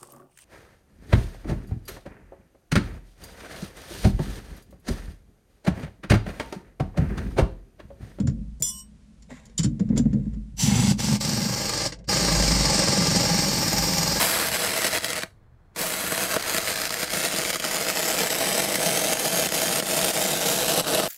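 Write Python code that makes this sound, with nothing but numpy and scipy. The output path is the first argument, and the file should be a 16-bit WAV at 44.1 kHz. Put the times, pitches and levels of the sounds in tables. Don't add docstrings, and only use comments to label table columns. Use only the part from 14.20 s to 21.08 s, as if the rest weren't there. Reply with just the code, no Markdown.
import sys
import numpy as np
from scipy import signal
from scipy.io import wavfile
from scipy.ndimage import uniform_filter1d

SR = 44100
rng = np.random.default_rng(int(sys.argv[2]) if len(sys.argv) > 2 else 0)


def dump_mix(stems):
    frames = np.atleast_2d(stems).T
    limited = np.clip(frames, -1, 1)
    pcm = np.round(limited * 32767).astype(np.int16)
    wavfile.write(sys.argv[1], SR, pcm)


def gain_from_db(level_db):
    decades = np.asarray(level_db, float) / 20
    return 10 ** decades


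N = 303408
T = np.arange(N) / SR

# start [s], end [s].
BURNS_S = [
    (0.0, 1.038),
    (1.56, 6.9),
]
# time [s], distance factor (near echo delays follow its
GAP_FACTOR = [
    (0, 1.16),
    (1.5, 1.054),
    (2.5, 1.093),
    (3.6, 0.96),
    (4.7, 0.7),
    (5.6, 0.76),
    (6.88, 0.68),
]
OUT_S, STRIKE_S = BURNS_S[0][1], BURNS_S[1][0]
WALL_S, WALL_GAIN = 0.0062, 0.25


def evened(x):
    return x / np.sqrt(np.mean(x ** 2) + 1e-20)


def read(points, hz):
    f, value = np.transpose(points)
    return np.interp(np.log(hz + 1), np.log(f + 1), value)


def at_times(points, s):
    return np.interp(s, *np.transpose(points))


def delayed(x, delay_s):
    return np.interp(T - delay_s, T, x)


def lowpassed_or_band(x, order, hz, kind):
    return signal.sosfilt(signal.butter(order, hz, kind, fs=SR, output="sos"), x)


def wander(top_hz):
    return evened(lowpassed_or_band(rng.standard_normal(N), 2, top_hz, "low"))


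def drift(s, top_hz):
    hz = np.geomspace(top_hz / 10, top_hz, 12)[:, None, None]
    return evened(np.sin(2 * np.pi * (hz * s + rng.random(hz.shape))).sum(axis=0))


def shaped(x, gain):
    hz, s, z = signal.stft(x, SR, nperseg=1024, noverlap=768)
    return signal.istft(z * gain(hz[:, None], s[None]), SR, nperseg=1024, noverlap=768)[1][:N]


def resonate(x, hz, width_hz):
    return signal.lfilter(*signal.iirpeak(hz, hz / width_hz, SR), x)


def narrow_noise(hz, width_hz):
    return evened(resonate(resonate(rng.standard_normal(N), hz, width_hz), hz, width_hz))


def yard():
    # frequency [Hz], level [dB per Hz].
    air_spectrum = [(22, -5), (50, -18), (85, -17), (160, -19.5), (280, -29.5), (1700, -39.5),
                    (2800, -53.5), (15700, -67)]
    # frequency [Hz], width [Hz], level [dB rms].
    insects = [(3400, 300, -92), (4200, 200, -92)]
    air = shaped(rng.standard_normal(N), lambda hz, s: gain_from_db(read(air_spectrum, hz) + 0 * s))
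    trills = sum(gain_from_db(db) * narrow_noise(hz, width_hz) for hz, width_hz, db in insects)
    return gain_from_db(-54.5 + wander(top_hz=10)) * evened(air) + trills


def generator():
    # frequency [Hz], level [dB rms].
    orders = [(71, -59.5), (96, -62.5), (120, -65.5), (185, -72), (333, -79.5)]
    return sum(gain_from_db(db) * narrow_noise(hz, width_hz=5) for hz, db in orders)


def surroundings(x):
    # frequency [Hz], decay time t60 [s].
    decay = [(300, .18), (2000, .2), (6000, .24), (14000, .24)]
    taps = rng.standard_normal(SR // 2) * (np.arange(SR // 2) > 300)
    hz, s, z = signal.stft(taps, SR, nperseg=256)
    tail = signal.istft(z * gain_from_db(-60 * s / read(decay, hz)[:, None]), SR, nperseg=256)[1]
    return signal.fftconvolve(x, tail / np.linalg.norm(tail))[:N]


def pocket(hz, s, start, end, centre_hz, width_hz, db):
    u = np.clip((s - start) / (end - start), 0, 1)
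    return db * np.minimum(6 * u * (1 - u), 1) * np.exp(-(2 * (hz - centre_hz) / width_hz) ** 2)


def bricks(hz, s):
    # delay [ms], gain.
    things = [(1.5, 0.045), (1.95, -0.00035), (2.8, -0.016), (3.2, -0.033), (4.6, 0.062), (6.37, 0.29),
              (11.4, 0.41)]
    # start [s], length [s], first frequency [Hz], last frequency [Hz], level [dB].
    sliding_pockets = [(-.4, 1.7, 7550, 7800, 4.5), (-.4, 1.6, 6850, 7200, -4.5), (-.3, 1.5, 6100, 5700, -3),
                       (-.2, 1.5, 4150, 4200, 3), (-.2, .4, 4900, 4900, 3.5), (.2, .9, 5150, 5200, 2),
                       (.15, .12, 920, 1600, 4.5), (.35, .7, 1950, 1900, 2), (1.5, .7, 7850, 7650, 4),
                       (1.7, .6, 7100, 7300, -3.5), (1.65, .9, 5550, 5600, -5), (2.3, 1.9, 5700, 5850, -2.5),
                       (1.9, .7, 6450, 6750, 3), (2.2, 1, 7450, 7600, 2), (2.2, 1.3, 8400, 8550, 2.5),
                       (2.8, 1.4, 6900, 7150, 4), (2.5, 1.3, 7950, 8200, -3), (2.1, 1, 4200, 4100, 2.5),
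                       (1.5, .6, 4250, 4050, 2), (1.9, 2.8, 4850, 5150, 3), (1.7, .75, 1550, 1350, 3),
                       (2.4, .7, 1800, 1850, .5), (2.4, .7, 2950, 2950, -3), (3.1, 1, 3750, 3800, -3),
                       (3.5, 1.5, 7650, 8300, 5), (3.5, 1, 8650, 9100, -3), (3.9, 1.15, 6650, 7300, -4.5),
                       (4.55, 1.1, 6200, 6850, 5), (4.7, 1.3, 5700, 6050, -3), (4.7, 1.3, 7600, 7850, -2),
                       (5.4, .9, 8700, 8600, 3.5), (5.5, 1, 7150, 7200, 3), (5.8, 1.5, 3600, 4300, 3.5),
                       (6.3, .9, 2700, 3100, 2), (6.35, .6, 8150, 8200, 3), (6.45, .7, 6800, 6550, -4),
                       (4.8, 1.6, 3700, 4300, -2.5),
                       (.2, .65, 10600, 10550, 5.5), (0, .45, 11500, 11550, 4.5), (.15, .7, 9800, 9900, -4),
                   (.5, .4, 13100, 13200, 4), (.2, .3, 13000, 13200, 3), (-.1, .35, 12900, 12900, -3),
                   (.55, .6, 11500, 11900, -3), (.8, .5, 10200, 10200, 4), (1.75, .5, 11500, 11600, 4.5),
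                   (1.5, .3, 12900, 12900, 3), (1.6, .45, 12200, 12200, -3), (1.75, .5, 13600, 13800, 3),
                   (1.7, 1.05, 9400, 9200, 4.5), (2.75, 1.05, 9250, 9600, 4.5), (2, .95, 10500, 10100, -4),
                   (3, .8, 10300, 10300, -3.5), (2.15, .95, 13000, 12600, 4),
                   (2.75, 1.35, 11600, 13300, -4), (3.6, .65, 12200, 12300, 4), (3.7, .85, 12700, 12700, 3),
                   (3.85, 1, 10000, 9700, -3.5), (4.2, .35, 10550, 10550, 5), (4.8, .4, 10450, 10400, 3),
                   (4.95, .65, 11900, 12000, 4.5), (5.5, .5, 11100, 11100, 2), (5.7, .5, 11500, 12000, -3),
                   (6.05, 1.2, 11300, 11500, 4), (5.9, 1.2, 8950, 9700, -3.5), (5.7, .7, 12900, 12900, 2.5),
                   (6.5, .4, 10700, 10800, 3), (2, 2.2, 14200, 14400, 1.5)]
    # start [s], end [s], frequency
    # [Hz], width [Hz], level [dB].
    seams = [(0, 3.4, 3600, 250, -4), (3.5, 6.9, 3325, 150, -6), (3.5, 6.9, 3155, 110, 4.5),
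             (3.5, 6.9, 2745, 90, -4), (3.8, 6.9, 4330, 120, -4), (0, 3.6, 795, 150, -6),
             (4.5, 7.6, 2050, 800, -3.5), (.1, 1.1, 1080, 250, -5), (2.2, 3.6, 1000, 350, -4),
             (6.3, 7.3, 2200, 800, -5), (3.4, 6.6, 1150, 450, -2.5), (1.9, 4.2, 13500, 5000, 2.5),
             (4.2, 5.7, 14200, 3500, -2.5)]
    turn = -2j * np.pi * hz / 1000
    gap = at_times(GAP_FACTOR, s)
    faces = 16
    delays_ms = np.geomspace(1.1, 5.5, faces) * rng.uniform(.93, 1.07, faces)
    smoke = [drift(s, top_hz=4) for _ in delays_ms]
    near = sum(.058 * w * np.exp(turn * ms * np.sqrt(gap)) for ms, w in zip(delays_ms, smoke))
    still = sum(g * np.exp(turn * ms) for ms, g in things)
    colour_db = sum(pocket(hz, s, *row) for row in seams)
    for start, length, first_hz, last_hz, db in sliding_pockets:
        end = start + length
        centre_hz = np.interp(s, (start, end), (first_hz, last_hz))
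        depth_db = 0.89 * db * (1 + .22 * drift(s, top_hz=9))
        colour_db = colour_db + pocket(hz, s, start, end, centre_hz, 690, depth_db)
    return (1 + near) * (1 + still) * gain_from_db(colour_db)


def hollow(x):
    # frequency [Hz], width [Hz], level [dB].
    modes = [(175.5, 81, -2.5), (372, 86, -3.5), (447, 130, -3.5), (640, 66, 1.5), (882, 73, -12.5)]
    rings = []
    for k, (hz, width_hz, db) in enumerate(modes):
        width_hz = max(width_hz, 76)
        rings.append((-1) ** k * gain_from_db(db) * resonate(x, hz, width_hz))
    sunk = np.clip(3 * (1.1 - at_times(GAP_FACTOR, T)), 0, 1.5)
    ring = lowpassed_or_band(sum(rings[:-1]) + sunk * rings[-1], 2, [125, 900], "band")
    return ring + WALL_GAIN * delayed(ring, WALL_S)


def through(s):
    return np.maximum(s - 6.35, 0)


def state_db(s, base_db, flare_db, sink_db, flare_s):
    since = np.where(s >= STRIKE_S, s - STRIKE_S, s)
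    gap = np.array(GAP_FACTOR)[:, 1]
    sunk = (gap[0] - at_times(GAP_FACTOR, s)) / (gap[0] - gap[-1])
    return base_db + flare_db * np.exp(-since / flare_s) + sink_db * sunk


def shorts_db():
    # start [s], length [s], drop [dB].
    shorts = [(0.281, .035, 3.5), (0.374, .01, 3.5), (0.51, .01, 2.5), (0.858, .02, 1.5), (0.916, .01, 3.5),
              (0.939, 0.009, 8.5), (2.385, 0.0182, 4.5), (2.788, .008, 0.5), (3.74, 0.016, 3),
              (5.085, 0.026, 4), (5.65, 0.01, 6), (5.941, 0.023, 2.5), (6.124, 0.034, 3.5),
              (6.174, 0.018, 4), (6.864, .012, 3.5), (0.681, 0.033, 1), (0.787, 0.032, 11),
              (0.993, 0.028, 9.5), (2.055, 0.016, 3), (2.17, 0.082, 7), (2.415, 0.033, 3), (2.53, 0.016, 2),
              (2.675, 0.024, 8.5), (2.847, 0.038, 7), (2.873, 0.019, 7.5), (3.087, 0.023, 3),
              (3.314, 0.012, 7.5), (3.371, 0.0299, 8.5), (3.395, 0.025, 7.5), (3.463, 0.03, 3.5),
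              (3.64, 0.01, 3.5), (3.718, 0.018, 4), (4.082, 0.012, 4.5), (4.165, 0.013, 1),
              (4.455, 0.042, 4), (4.564, 0.025, 3), (4.947, 0.03, 7), (5.273, 0.043, 9.5),
              (5.605, 0.017, 13), (5.637, 0.018, 8.5), (5.907, 0.02, 5.5), (6.446, 0.025, 3),
              (6.613, 0.043, 10.5), (6.81, 0.0079, 3), (2.162, 0.0046, 1), (3.424, .01, 4.5),
              (5.515, .03, 2.5), (5.555, .03, 2), (4.936, .012, 6.5), (3.316, .016, 2.5)]
    t = T[::22]
    recover_s = 0.015
    drops = [db * (t >= s) * np.exp(-np.maximum(t - s - length, 0) / recover_s) for s, length, db in shorts]
    return np.interp(T, t, np.minimum(0.81 * np.max(drops, axis=0), 12))


def surges_db():
    # start [s], length [s], rise [dB].
    surges = [(.63, .05, 1.5), (0.95, .04, 1), (2.02, .043, 2.5), (2.473, 0.05, 3.5), (2.797, 0.038, 1),
              (3.04, 0.028, 1.5), (3.669, 0.037, 2.5), (3.873, .035, 2), (3.99, 0.034, 0.5),
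              (4.42, 0.055, 2.5), (4.532, .028, 0.5), (4.897, 0.045, 2), (5.057, 0.033, 0),
              (5.657, 0.066, 0.5), (6.07, .06, 0.5)]
    t = T[::22]
    rises = [db * np.clip((t - s) / .006, 0, 1) * (t < s + length) for s, length, db in surges]
    return np.interp(T, t, np.sum(rises, axis=0))


def burning(share):
    # time [s], level [dB].
    current = [(0, -22), (.06, -24.5), (.3, -28), (.75, -29.5), (.9, -32.5), (1.04, -33.5), (1.56, -35.5),
               (1.6, -31.5), (1.8, -31.5), (2.3, -30), (2.75, -33), (2.97, -29), (3.35, -31.5), (3.75, -29),
               (4.25, -30), (4.5, -27.5), (6.55, -26.5), (6.88, -31.5)]
    lit = sum((T >= start) & (T < end) for start, end in BURNS_S)
    lit = lit + gain_from_db(-24) * np.clip((T - STRIKE_S) / 0.033 + 1, 0, 1) * (T < STRIKE_S)
    lit = lit + gain_from_db(-9) * np.exp(-np.abs(T - OUT_S) / 0.024) * (T >= OUT_S)
    level_db = at_times(current, T) + surges_db() - share * shorts_db()
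    return uniform_filter1d(lit * gain_from_db(level_db), size=100)


def colour(hz, s):
    # frequency [Hz], level [dB per Hz].
    arc_spectrum = [(1340, 3.5), (2140, 3.5), (2390, 0.5), (3070, -1.5), (5750, -3), (8250, -4.5),
                    (12400, -9), (16000, -18.5)]
    body_db = state_db(s, base_db=-5, flare_db=3, sink_db=-2.5, flare_s=0.93) + 9.9 * through(s)
    body_db = body_db / (1 + (hz / 2000) ** 4)
    dull_db = -0.35 * np.interp(s, T, shorts_db()) - 5.9 * through(s)
    dull_db = dull_db - 7 * (np.abs(s - STRIKE_S) < .03)
    treble_db = state_db(s, base_db=-4, flare_db=12.5, sink_db=9.5, flare_s=0.72) + dull_db
    treble_db = treble_db / (1 + (9500 / (hz + 1)) ** 6)
    slag_db = -15.5 * ((s > OUT_S) & (s < STRIKE_S - .012)) / (1 + (3500 / (hz + 1)) ** 4)
    level_db = read(arc_spectrum, np.maximum(hz, 1300)) + body_db + treble_db + slag_db
    return gain_from_db(level_db) / (1 + (500 / (hz + 1)) ** 4)


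def puffs(drive):
    low = evened(lowpassed_or_band(drive, 2, [75, 170], "band"))
    level_db = state_db(T, base_db=-13, flare_db=0, sink_db=-17, flare_s=1)
    level_db = level_db + 15 * through(T) + 4 * wander(top_hz=5.2)
    return gain_from_db(level_db) * burning(0.81) * low


def pop():
    blob = (-10, 0.00018)
    db, push_s = blob
    u = np.maximum(T - 2.1649, 0) / push_s
    blast = gain_from_db(db) * 2.36 * u * (2 - u) * np.exp(-u)
    blast = blast + delayed(blast, .0006) - 0.67 * delayed(blast, -.00045)
    return blast + gain_from_db(8.5) * hollow(blast) + 0.35 * delayed(blast, WALL_S)


def spits():
    # time [s],
    # peak [dB], thump relative to peak [dB].
    spit_rows = [(0.336, -14, -19), (0.418, -16.5, -7), (0.536, -10, -18), (0.735, -14, -15),
                 (0.844, -10, -17), (1.033, -10.5, -12), (1.614, -18.5, -7), (1.921, -5, -8),
                 (2.013, -19, -11), (2.14, -13.5, -16), (2.345, -8, -9), (2.364, -6, -16),
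                 (2.473, -16, -15), (2.617, -12, -19), (2.705, -9.5, -17), (2.808, -20, -16),
                 (2.829, -11, -12), (2.918, -21, -26), (3.037, -10, -12), (3.139, -23, 3),
                 (3.249, -10, -18), (3.302, -10, -16), (3.357, -10, -15), (3.441, -10, -15),
                 (4.07, -9, -26), (4.42, -4, -14), (6.481, -6, -21), (6.753, -2, -17), (6.798, -8, -9),
                 (0.807, -28, -17), (1.022, -15.5, -29), (2.196, -18, -22), (2.224, -16, -25),
                (2.261, -18, -17), (2.693, -18, -22), (2.871, -31, -22), (3.398, -15, -13),
                (3.423, -22, -25), (3.462, -17, -9), (4.583, -23.5, 7), (4.97, -7, -23),
                (5.288, -10.5, -20), (5.321, -10, -11), (5.624, -13.5, -6), (6.644, -20, -15),
                (6.668, -15.5, -9),
                 (0.3157, -16, -14), (0.4925, -17, -9), (0.5873, -19, -8), (0.6442, -9, -9),
              (0.9303, -13.5, -14), (0.954, -14.5, -16), (0.9894, -18.5, -12), (1.561, -28, -11),
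              (1.703, -20, -23.5), (1.8383, -16.5, -7), (1.9772, -10.5, -13), (2.1204, -21, -14),
              (2.2803, -20, -14), (2.305, -26, -19), (2.3217, -15, -12), (2.3815, -10, -12),
              (2.564, -20, -20), (2.6344, -15, -20), (2.653, -10, -25), (2.675, -15.5, -20),
              (2.74, -15, -17), (2.7694, -25, -22), (2.8448, -21, -15), (2.8785, -18, -16),
              (2.9033, -19, -20), (2.935, -9, -12), (2.971, -12.5, -8), (3.0001, -26, -18),
              (3.0125, -27, -19), (3.1844, -13, -6), (3.329, -9, -23), (3.449, -13, -10),
              (3.5173, -20, -17), (3.562, -12, -21), (3.622, -19, -8), (3.666, -14.5, -8),
              (3.6993, -13, -17), (3.771, -11.5, -14), (4.1024, -9, -26), (4.2043, -20, -12),
              (4.805, -25, -24), (4.8384, -14, -15), (4.9308, -5, -23), (4.995, -9, -21),
              (5.1243, -21, -17), (5.376, -10, -24), (5.9737, -11.5, -14), (6.5965, -12, -12),
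              (6.7323, -17, -7), (1.5923, -20, -5), (2.452, -22, -18), (2.5846, -17, -13),
              (2.7243, -15, -21), (3.1124, -22, -18), (3.2326, -23, -18), (2.5992, -19, -15),
              (2.238, -19, -20), (3.345, -12, -18), (5.302, -21, -18), (1.104, -46, -20),
                 (3.883, -17, -19), (3.946, -20, -16), (3.989, -16, -16), (4.2693, -14.5, -11),
                  (4.3178, -23, -12), (4.3444, -27, -14), (4.379, -15, -9), (4.4857, -18, -16),
                  (4.569, -27, -12), (4.7444, -16, -19), (5.054, -9, -19), (5.1424, -17, -16),
                  (5.176, -16, -13), (5.245, -27, -16), (5.6557, -18, -21), (5.669, -21, -16),
                  (5.789, -9, -16), (6.1644, -18, -19), (6.2224, -20, -14), (6.257, -17, -9),
                  (6.3879, -12, -16), (6.68, -14, -16)]
    events = spit_rows
    t, bright, low = np.arange(600) / SR, np.zeros(N + 600), np.zeros(N + 600)
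    swell_s = .0013
    snap_shape = t / swell_s * np.exp(1 - t / swell_s) + 0.06 * np.exp(-t / 0.0034)
    u = t / 0.00039
    push = u * (2 - u) * np.exp(-u)
    for s, db, thump_db in events:
        treble_db = -5.5 + 7.5 * np.tanh(rng.standard_normal())
        db = min(db, -10.5)
        snap = rng.standard_normal(600) * snap_shape
        dull = signal.lfilter([.3], [1, -.7], snap)
        at = slice(round(s * SR), round(s * SR) + 600)
        bright[at] += gain_from_db(db + 3) * dull + gain_from_db(db + treble_db) * (snap - dull)
        low[at] += gain_from_db(db + thump_db + 22) * push
    return bright[:N], low[:N]


def flickers():
    per_s, length_s = 30, .006
    draw = rng.random((N, 2))
    t = np.arange(round(length_s * SR)) / SR
    starts = (draw[:, 0] < per_s / SR) * (.5 + draw[:, 1])
    dips = signal.oaconvolve(starts, np.sin(np.pi * (t / length_s) ** 2) ** .5)[:N]
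    return gain_from_db(-2 * np.minimum(dips, 2))


def plasma():
    # time [s], sputter strength [dB].
    unrest = [(0, -12), (.3, -2), (.45, -2.5), (1.04, 4.5), (1.56, -7), (1.9, -5), (2.1, 0), (2.6, -0.5),
              (3.4, 2), (4.2, 2), (4.6, -0.5), (5.4, -0.5), (5.7, 0), (6.4, -1.5), (6.88, 1.5)]
    sputters_per_s = 190
    draw = rng.random((N, 3))
    size = gain_from_db(0.93 * np.minimum(-np.log(draw[:, 0] + 1e-9), 3))
    beats = np.cumsum(sputters_per_s * np.exp(.7 * wander(top_hz=90.05))) / SR
    kicks = np.diff(np.floor(beats), prepend=0) * np.sqrt(size) * (0.28 + 0.66 * draw[:, 1])
    kicks = kicks * gain_from_db(at_times(unrest, T) - .6 * shorts_db())
    t = np.arange(400) / SR
    puff = t / 0.00044 * np.exp(1 - t / 0.0004) + 0.24 * np.exp(-t / 0.00055)
    sputter = signal.oaconvolve(kicks, puff)[:N]
    swell = gain_from_db(0.69 * wander(top_hz=35.4) + 0.91 * wander(top_hz=200)) * (1 + 2.1 * sputter)
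    sparks = size * np.sign(draw[:, 1] - .3) * (draw[:, 2] < 2000 / SR)
    sparks = evened(signal.lfilter([1], [1, -.6], sparks))
    shove = signal.oaconvolve(kicks, t * np.exp(-t / 0.00056))[:N]
    push = resonate(shove, hz=653, width_hz=176)
    push = push + .5 * delayed(push, WALL_S)
    return evened(swell * (rng.standard_normal(N) + gain_from_db(-10) * sparks)), evened(push)


def arc():
    drive, push = plasma()
    gain = burning(0.95)
    drive = drive * flickers()
    snap, thump = spits()
    hiss = gain_from_db(5.5) * gain * evened(shaped(drive, colour))
    snap = gain_from_db(-1) * shaped(snap, colour)
    boom_db = state_db(T, base_db=-9.5, flare_db=7, sink_db=6, flare_s=0.44) + 7 * through(T)
    ringing = evened(hollow(drive)) * burning(0.74)
    boom = gain_from_db(boom_db) * (ringing + gain * push)
    direct = gain_from_db(-3.5) * shaped(hiss + snap, bricks)
    return direct + boom + gain_from_db(-5) * hollow(thump) + pop() + puffs(drive)


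def scene():
    dry = arc()
    return (dry + gain_from_db(-19) * surroundings(dry) + yard() + generator())[None]


def low_pass(x):
    return signal.sosfilt(signal.butter(12, 16340, fs=SR, output="sos"), x)


def record(dry):
    heard = lowpassed_or_band(dry, 1, 20, "high")
    heard = .5 * np.tanh(heard / .5)
    band = signal.firwin(1201, 15770, window=("kaiser", 7), fs=SR)
    heard = signal.oaconvolve(heard, band[None], "same")
    return low_pass(heard)


dry = scene()
out = record(dry)
dump_mix(out)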